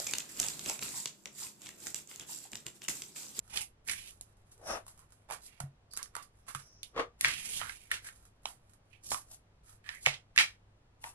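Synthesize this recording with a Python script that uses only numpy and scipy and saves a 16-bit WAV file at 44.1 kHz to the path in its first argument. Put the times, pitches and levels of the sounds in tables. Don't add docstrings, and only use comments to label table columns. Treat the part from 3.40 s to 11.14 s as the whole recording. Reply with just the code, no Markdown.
import sys
import numpy as np
from scipy import signal
from scipy.fft import rfft, irfft, next_fast_len
from scipy.io import wavfile
from scipy.ndimage import uniform_filter1d

SR = 44100
rng = np.random.default_rng(int(sys.argv[2]) if len(sys.argv) > 2 else 0)


def wav_out(sig):
    wavfile.write(sys.argv[1], SR, np.round(np.clip(np.atleast_2d(sig).T, -1, 1) * 32767).astype(np.int16))


N = 341334


# frequency in Hz, relative level in dB per Hz.
AIR_SPECTRUM = [(25, -10), (60, -6.5), (80, -16.5), (120, -13.5), (250, -23), (700, -25), (3000, -36.5),
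                (12000, -49)]
# frequency in Hz, level in dB.
HUM_TONES = [(101.5, -71.5)]
# frequency in Hz, correlation from -1 to 1.
ROOM_LIKENESS = [(190, .98), (1500, -.15), (10000, -.65)]
# frequency in Hz, level in dB before ROOM_DB, 60 dB decay in seconds.
STANDING_WAVES = [(361, -63, 0.26), (476, -58, .22), (658, -54.5, 0.16), (1160, -55, 0.2),
                  (1214, -65, 0.28)]
# frequency in Hz, phase in radians.
NEAR_CHANNEL_LEAD = [(1050, 0), (2000, 2.3), (10000, 2.55)]
# frequency in Hz, share of a source's left-right dB that it shows.
MIC_DIRECTIVITY = [(350, .05), (1400, 2.06), (10000, 0.56)]
# time in seconds, left minus right in dB.
HAND_POSITION = [(.2, -8), (.8, -8), (1.3, 3.5), (1.8, -8), (3.43, -8.5), (3.6, 1.5), (3.82, 0),
                 (4.15, -13.5), (4.55, -2.5), (5.1, -7.5), (5.55, -15), (5.9, 2.5), (6.5, -6.5),
                 (6.7, -3.5), (6.98, -7.5), (7.005, 0), (7.65, 2)]
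# ratio to the resonance, relative level in dB per Hz at focus 1.
SHEET_RESPONSE = [(.1, -42), (.45, -22), (.75, -8), (1, 0.5), (1.5, -9), (2.5, -15), (6, -32), (20, -50.5)]
# frequency in Hz, relative level in dB per Hz.
FRICTION_HISS = [(300, -9), (1500, -12), (3000, -4), (6000, 3), (10500, 9.5)]
# start in seconds, end in seconds, drive level in dB.
FINGER_SHIFTS = [(-.1, 0.072, -52.5), (.6, 2.2, -64), (2.605, 3.328, -65), (4.6, 6.094, -65),
                 (6.251, 6.374, -57.5)]
# peak in seconds, time scale in seconds, sheet level in dB,
# sheet resonance in Hz, hiss level in dB, focus of the resonance (higher is more taut).
SHEET_PUSHES = [(0.158, 0.074, -39, 2400, -33.5, 0.44), (0.214, 0.014, -42, 2470, -27.5, 1.8),
                (0.505, 0.063, -49.5, 1990, -33.5, 1.2), (0.171, 0.1, -56.5, 833, -53, 2.1),
                (1.122, 0.013, -66.5, 1360, -44.5, 1.6), (1.616, 0.057, -67, 1030, -78, 1.2),
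                (1.932, 0.035, -47.5, 1100, -41.5, 0.4), (2.051, 0.059, -65, 4130, -47, 1.4),
                (2.145, 0.15, -67, 2320, -69, 1), (2.545, 0.052, -51.5, 4730, -49.5, 2.6),
                (2.826, 0.013, -50, 4700, -37.5, 1.3), (3.095, 0.043, -48.5, 1190, -40, 0.77),
                (4.542, 0.047, -38, 2620, -34.5, 0.72), (4.663, 0.058, -53.5, 1750, -43.5, 1.06),
                (5.55, 0.054, -56.5, 2505, -70, 1.8), (5.724, 0.11, -44.5, 5600, -32.5, 1.04),
                (5.919, 0.076, -72, 700, -50.5, 1), (6.505, 0.086, -45.5, 1780, -49, 1.1),
                (6.56, 0.07, -56, 2030, -54.5, 2.3), (6.663, 0.091, -59, 4500, -41, 1.3),
                (6.742, 0.013, -39.5, 3160, -58, 1.14), (7.67, 0.08, -64.5, 2650, -44, 6)]
# start in seconds, sheet level in dB, sheet resonance in Hz, crack level in dB.
EDGE_FLICKS = [(0.1733, -29, 3100, -31), (0.4868, -34, 2100, -32), (0.4964, -27, 2095, -51),
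               (0.534, -39, 2300, -58), (0.811, -65, 2370, -36.5), (1.9095, -34.5, 890, -36.5),
               (2.2052, -43, 1365, -35), (2.536, -52.5, 1200, -38.5), (2.5665, -55, 1360, -33.5),
               (2.6288, -38, 5560, -30), (2.659, -55, 1470, -54), (2.7657, -36, 1110, -34.5),
               (3.152, -39, 1380, -39), (3.8494, -39, 1680, -49), (3.883, -47, 2080, -29.5),
               (4.295, -35, 1570, -45), (4.6879, -43, 1660, -53), (5.0561, -35, 3030, -47),
               (5.745, -32, 1046, -38), (5.945, -59.5, 7000, -44), (6.4905, -34.5, 1850, -55),
               (6.962, -35.5, 1850, -35), (6.9863, -19.5, 2380, -40), (6.9873, -17, 2130, -43),
               (6.9947, -32.5, 955, -52), (7.64, -47.5, 2500, -56)]
# time in seconds, sheet level in dB before DRAG_SHEET_DB,
# hiss level in dB before DRAG_HISS_DB, sheet resonance in Hz.
GLIDING_PULLS = [
    [(1.225, -61.5, -73, 493), (1.25, -52, -67, 600), (1.275, -50.5, -50, 720)],
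    [(0.52, -52, -74, 1920), (0.562, -51.5, -55, 2380), (0.7, -59.5, -57, 2840), (0.76, -98, -73.5, 2300)],
    [(3.88, -45, -56, 1970), (3.928, -41, -50, 2770), (3.998, -46.5, -49.5, 2400), (4.09, -51.5, -47, 2560),
     (4.165, -42, -40, 3070)],
    [(4.23, -45, -51, 1650), (4.29, -50, -52.5, 1620), (4.38, -64, -61, 2700), (4.48, -72, -71, 2120)],
]
# peak in seconds, half length in seconds, level in dB.
SKIN_RASPS = [(1.316, 0.046, -42.5), (3.29, 0.17, -64)]
# peak in seconds, time scale in seconds, lower resonance
# level in dB, its frequency in Hz, upper resonance level in dB, its frequency in Hz, hiss level in dB.
STACK_SCUFFS = [(1.334, 0.091, -40, 547, -40.5, 1230, -45.5), (3.594, 0.063, -35, 482, -37.5, 1175, -73)]
# landing in seconds, tap level in dB, sheet resonance in Hz,
# crack level in dB, settling sheet level in dB, settling hiss level in dB.
SHEET_LANDINGS = [(1.466, -60.5, 1030, -46, -57, -41.5), (1.9013, -41, 860, -42.5, -40.5, -41),
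                  (2.2023, -41, 730, -34, -47.5, -52.5), (2.5736, -44.5, 1310, -26.5, -47.5, -55),
                  (2.7528, -39.5, 1150, -34, -42, -45), (3.149, -36, 1360, -33, -46, -37),
                  (3.4314, -37.5, 3330, -34.5, -63, -51), (3.81, -35, 2140, -22, -41, -29.5),
                  (3.8466, -18.5, 1980, -25.5, -21.5, -51), (4.2147, -28.5, 1220, -46, -40.5, -47),
                  (4.515, -27, 1830, -27.5, -35.5, -40), (5.0554, -38, 950, -39.5, -47.5, -35.5),
                  (5.7174, -28, 920, -28.5, -45.5, -28.5), (6.662, -16, 2216, -41, -28, -54),
                  (6.6704, -30, 730, -32.5, -42, -65), (6.9779, -16, 2200, -27, -19, -28),
                  (7.6411, -39.5, 950, -46, -45, -59)]
# start in seconds, gain in dB.
DESK_BLOWS = [(1.906, -57.5), (2.208, -39.5), (2.237, -36), (3.152, -42.5), (3.85, -47.5), (6.669, -38),
              (6.697, -53.5)]
# frequency in Hz, relative level in dB, 60 dB decay in seconds.
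DESK_MODES = [(101.3, -18.5, 0.33), (137.6, 0, .2)]

AIR_DB, ROOM_T60_S, ROOM_DB, NEAR_DB = -65.5, 0.15, -0.5, -3
SHEET_RIPPLE_DB, SHEET_MODE_GAP_HZ = 1.8, 230
SPEED_UP_SHARE = 0.6
DRAG_SHEET_DB, DRAG_HISS_DB, DRAG_FADE_S = 1, 9, 0.069
DRAG_FOCUS, DRAG_RUMBLE_DB = 0.97, -14
RASP_BAND_HZ = (5200, 6100)
STACK_FOCUS = 0.87
SETTLE_ATTACK_S, SETTLE_HOLD_S, SETTLE_DECAY_S = 0.027, 0.0037, 0.026
TAP_SWELL_DB, TAP_SWELL_S = -9, 0.0066
TREBLE_EDGE_HZ, CUTOFF_HZ = 11560, 15600


def from_db(db):
    return 10 ** (np.asarray(db) / 20)


def rms_one(x):
    return x / np.sqrt(np.mean(x ** 2) + 1e-20)


def bins(size):
    return np.maximum(np.fft.rfftfreq(size, 1 / SR), 1)


def at_hz(points, hz):
    points = np.array(points)
    return np.interp(np.log(hz), np.log(points[:, 0]), points[:, 1])


def add(out, x, s):
    at = int(round(s * SR))
    first, last = max(at, 0), min(at + x.shape[-1], N)
    if last > first:
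        out[..., first:last] += x[..., first - at:last - at]


def diffuse(size):
    alike = np.clip(at_hz(ROOM_LIKENESS, bins(size)), -1, 1)
    mid, side = rfft(rng.standard_normal((2, size)))
    return (np.sqrt(1 + alike) * mid + np.sqrt(1 - alike) * side * [[1], [-1]]) / np.sqrt(2)


def background(waver=0.56):
    t = np.arange(N) / SR
    air = from_db(AIR_DB) * rms_one(irfft(diffuse(N) * from_db(at_hz(AIR_SPECTRUM, bins(N))), N))
    for hz, db in HUM_TONES:
        drift = rng.standard_normal(80) + 1j * rng.standard_normal(80)
        sway = 1 + waver * signal.resample(drift, N)
        air = air + from_db(db) * rms_one(np.real(sway * np.exp(2j * np.pi * hz * t)))
    return air


def ring(modes):
    t = np.arange(SR // 2) / SR
    return sum(from_db(db - 60 * t / t60) * np.sin(2 * np.pi * hz * t) for hz, db, t60 in modes)


def room_echo(x):
    keep = from_db(-120 / (ROOM_T60_S * SR))
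    stored = signal.lfilter([0, 1 - keep], [1, -keep], x ** 2 + 1e-20)
    wash = rms_one(irfft(diffuse(len(x)), len(x)))
    return from_db(ROOM_DB) * np.sqrt(stored) * wash


def place(x, pan_db, near_db):
    size = next_fast_len(len(x) + SR // 2, True)
    x = np.pad(x, (0, size - len(x)))
    hz, sides = bins(size), np.array([[1], [-1]])
    leader = 1 if pan_db < 0 else -1
    near = from_db(near_db) * np.exp(-.5j * leader * sides * at_hz(NEAR_CHANNEL_LEAD, hz))
    standing = from_db(ROOM_DB) * rfft(ring(STANDING_WAVES), size)
    lean = from_db(sides * pan_db * at_hz(MIC_DIRECTIVITY, hz) / 2)
    lean = lean / np.sqrt(np.mean(lean ** 2, axis=0))
    heard = rfft(x) * (near + standing) + rfft(room_echo(x))
    return irfft(heard * lean, size)[:, :-SR // 10]


def pan_at(s):
    return np.interp(s, *np.transpose(HAND_POSITION))


def colour(x, body_db, hz, rub_db, focus=1, size=1024):
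    sheet = from_db(body_db) * rms_one(from_db(focus * at_hz(SHEET_RESPONSE, bins(size) / hz)))
    hiss = from_db(rub_db) * rms_one(from_db(at_hz(FRICTION_HISS, bins(size))))
    ripple = np.interp(bins(size) / SHEET_MODE_GAP_HZ, np.arange(size), rng.uniform(-1, 1, size))
    ripple = rms_one(ripple - uniform_filter1d(ripple, size=16))
    modes = rms_one(from_db(SHEET_RIPPLE_DB * ripple))
    cepstrum = irfft(np.log(np.hypot(sheet, hiss) * modes))
    cepstrum[1:size // 2] *= 2
    cepstrum[size // 2 + 1:] = 0
    response = irfft(np.exp(rfft(cepstrum)))
    return signal.fftconvolve(x, response[None], axes=1)


def slips(size, per_s, spread_db):
    chance, strength, sign = rng.random((3, size))
    sizes = from_db(spread_db * np.minimum(-np.log(1 - strength), 4))
    return rms_one((chance < per_s / SR) * sizes * np.sign(sign - .5))


def handling(tick_share=1.0, ticks_per_s=90, tick_spread_db=6, sheet_db=-15, sheet_hz=1300, pan_db=-7):
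    t = np.arange(N) / SR
    level = 0
    for start, end, db in FINGER_SHIFTS:
        held = 1. * ((t > start) & (t < end))
        level = level + from_db(db) * uniform_filter1d(held, size=SR // 20)
    pressure = rms_one(np.abs(signal.resample(rng.standard_normal(80), N)))
    ticks = tick_share * slips(N, ticks_per_s, tick_spread_db)
    drive = level * pressure * rms_one(ticks + .5 * rng.standard_normal(N))
    return colour(place(drive, pan_db, NEAR_DB), sheet_db, sheet_hz, 0)[:, :N]


def friction(speed, grain=0.9, flutter_db=5.5, flutter_s=.006):
    size = len(speed)
    grip = np.interp(np.arange(size) / SR / flutter_s, np.arange(256), rng.standard_normal(256))
    drive = grain * slips(size, per_s=4000, spread_db=7.5) + .5 * rng.standard_normal(size)
    return speed * rms_one(drive * from_db(flutter_db * grip))


def rumble(speed, top_hz=140):
    desk_pass = signal.butter(2, top_hz, fs=SR, output="sos")
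    return speed * rms_one(signal.sosfilt(desk_pass, rng.standard_normal(len(speed))))


def rub(speed, s, body_db, hz, rub_db, focus, rumble_db):
    out = colour(place(friction(speed), pan_at(s), NEAR_DB), body_db, hz, rub_db, focus)
    out[:, :len(speed)] += from_db(max(body_db, rub_db) + rumble_db) * rumble(speed)
    return out


def push(t, length):
    share = np.clip(SPEED_UP_SHARE, .1, .9)
    swell = (t / (share * length)) ** 3
    fade = -(t / ((1 - share) * length)) ** 2
    return np.exp(np.where(t < 0, swell, fade))


def slides():
    out, t = np.zeros((2, N)), np.arange(-SR // 4, SR // 4) / SR
    for s, length, body_db, hz, rub_db, focus in SHEET_PUSHES:
        add(out, rub(push(t, length), s, body_db, hz, rub_db, focus, rumble_db=-26.5), s + t[0])
    return out


def snap(s, body_db, hz, crack_db, pulse_db=18.5, rattle=0.28, rattle_s=0.001, near_db=6.0):
    t = np.arange(SR // 100) / SR
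    flap = (t == 0) + rattle * rng.standard_normal(len(t)) * np.exp(-t / rattle_s) * (t > 0)
    pulse = from_db(pulse_db) * flap / np.linalg.norm(flap)
    return colour(place(pulse, pan_at(s), near_db), body_db, hz, crack_db)


def snaps():
    out = np.zeros((2, N))
    for s, body_db, hz, crack_db in EDGE_FLICKS:
        add(out, snap(s, body_db, hz, crack_db), s)
    return out


def drags(size=2048):
    out, window = np.zeros((2, N)), signal.get_window("hann", size)
    for curve in GLIDING_PULLS:
        times, *controls = np.transpose(curve)
        t = times[0] + np.arange(-SR // 10, SR // 2) / SR
        inside_s = np.minimum(t - times[0], times[-1] - t)
        speed = np.clip(inside_s / DRAG_FADE_S + 1, 0, 1)
        sound = place(friction(speed, grain=0.6, flutter_db=3.3), pan_at(times.mean()), NEAR_DB)
        rumble_db = np.interp(t, times, controls[0]) + DRAG_RUMBLE_DB
        add(out, rumble(speed * from_db(rumble_db)), t[0])
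        for at in range(0, len(t), size // 2):
            middle_s = t[at] + size / 2 / SR
            body_db, rub_db, hz = (np.interp(middle_s, times, c) for c in controls)
            grain = sound[:, at:at + size] * window
            grain = colour(grain, body_db + DRAG_SHEET_DB, hz, rub_db + DRAG_HISS_DB, DRAG_FOCUS)
            add(out, grain, t[at])
    return out


def rasps():
    t = np.arange(N) / SR
    level = sum(from_db(db) * np.exp(-((t - s) / half) ** 2) for s, half, db in SKIN_RASPS)
    narrow = signal.butter(2, RASP_BAND_HZ, "band", fs=SR, output="sos")
    return level * rms_one(signal.sosfilt(narrow, irfft(diffuse(N), N)))


def scuffs():
    out, t = np.zeros((2, N)), np.arange(-SR // 4, SR // 4) / SR
    for s, length, low_db, low_hz, high_db, high_hz, rub_db in STACK_SCUFFS:
        for body_db, hz in (low_db, low_hz), (high_db, high_hz):
            add(out, rub(push(t, length), s, body_db, hz, rub_db, STACK_FOCUS, rumble_db=-17.5), s + t[0])
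    return out


def landings():
    out, t = np.zeros((2, N)), np.arange(-SR // 10, SR // 4) / SR
    speed = np.clip(t / SETTLE_ATTACK_S, 0, 1) * np.exp(-np.maximum(t - SETTLE_HOLD_S, 0) / SETTLE_DECAY_S)
    speed = speed + from_db(TAP_SWELL_DB) * np.exp(-abs(t) / TAP_SWELL_S)
    for s, tap_db, hz, crack_db, body_db, rub_db in SHEET_LANDINGS:
        add(out, snap(s, tap_db, hz, crack_db), s)
        skid = rub(speed, s + SETTLE_DECAY_S, body_db, hz, rub_db, focus=0.76, rumble_db=-28.5)
        add(out, skid, s + t[0])
    return out


def desk(soft_hz=260):
    out = np.zeros(N)
    boom = signal.sosfilt(signal.butter(2, soft_hz, fs=SR, output="sos"), ring(DESK_MODES))
    for s, db in DESK_BLOWS:
        add(out, from_db(db) * boom, s)
    return out


def scene():
    room_and_hands = background() + handling()
    paper = slides() + snaps() + drags() + rasps() + scuffs() + landings()
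    return room_and_hands + paper + desk()


def record(dry):
    rounded = .78 * np.tanh(dry / .78)
    dull = signal.sosfilt(signal.butter(16, TREBLE_EDGE_HZ, fs=SR, output="sos"), rounded)
    return signal.sosfilt(signal.ellip(10, .1, 80, CUTOFF_HZ, fs=SR, output="sos"), dull)


dry = scene()
out = record(dry)
wav_out(out)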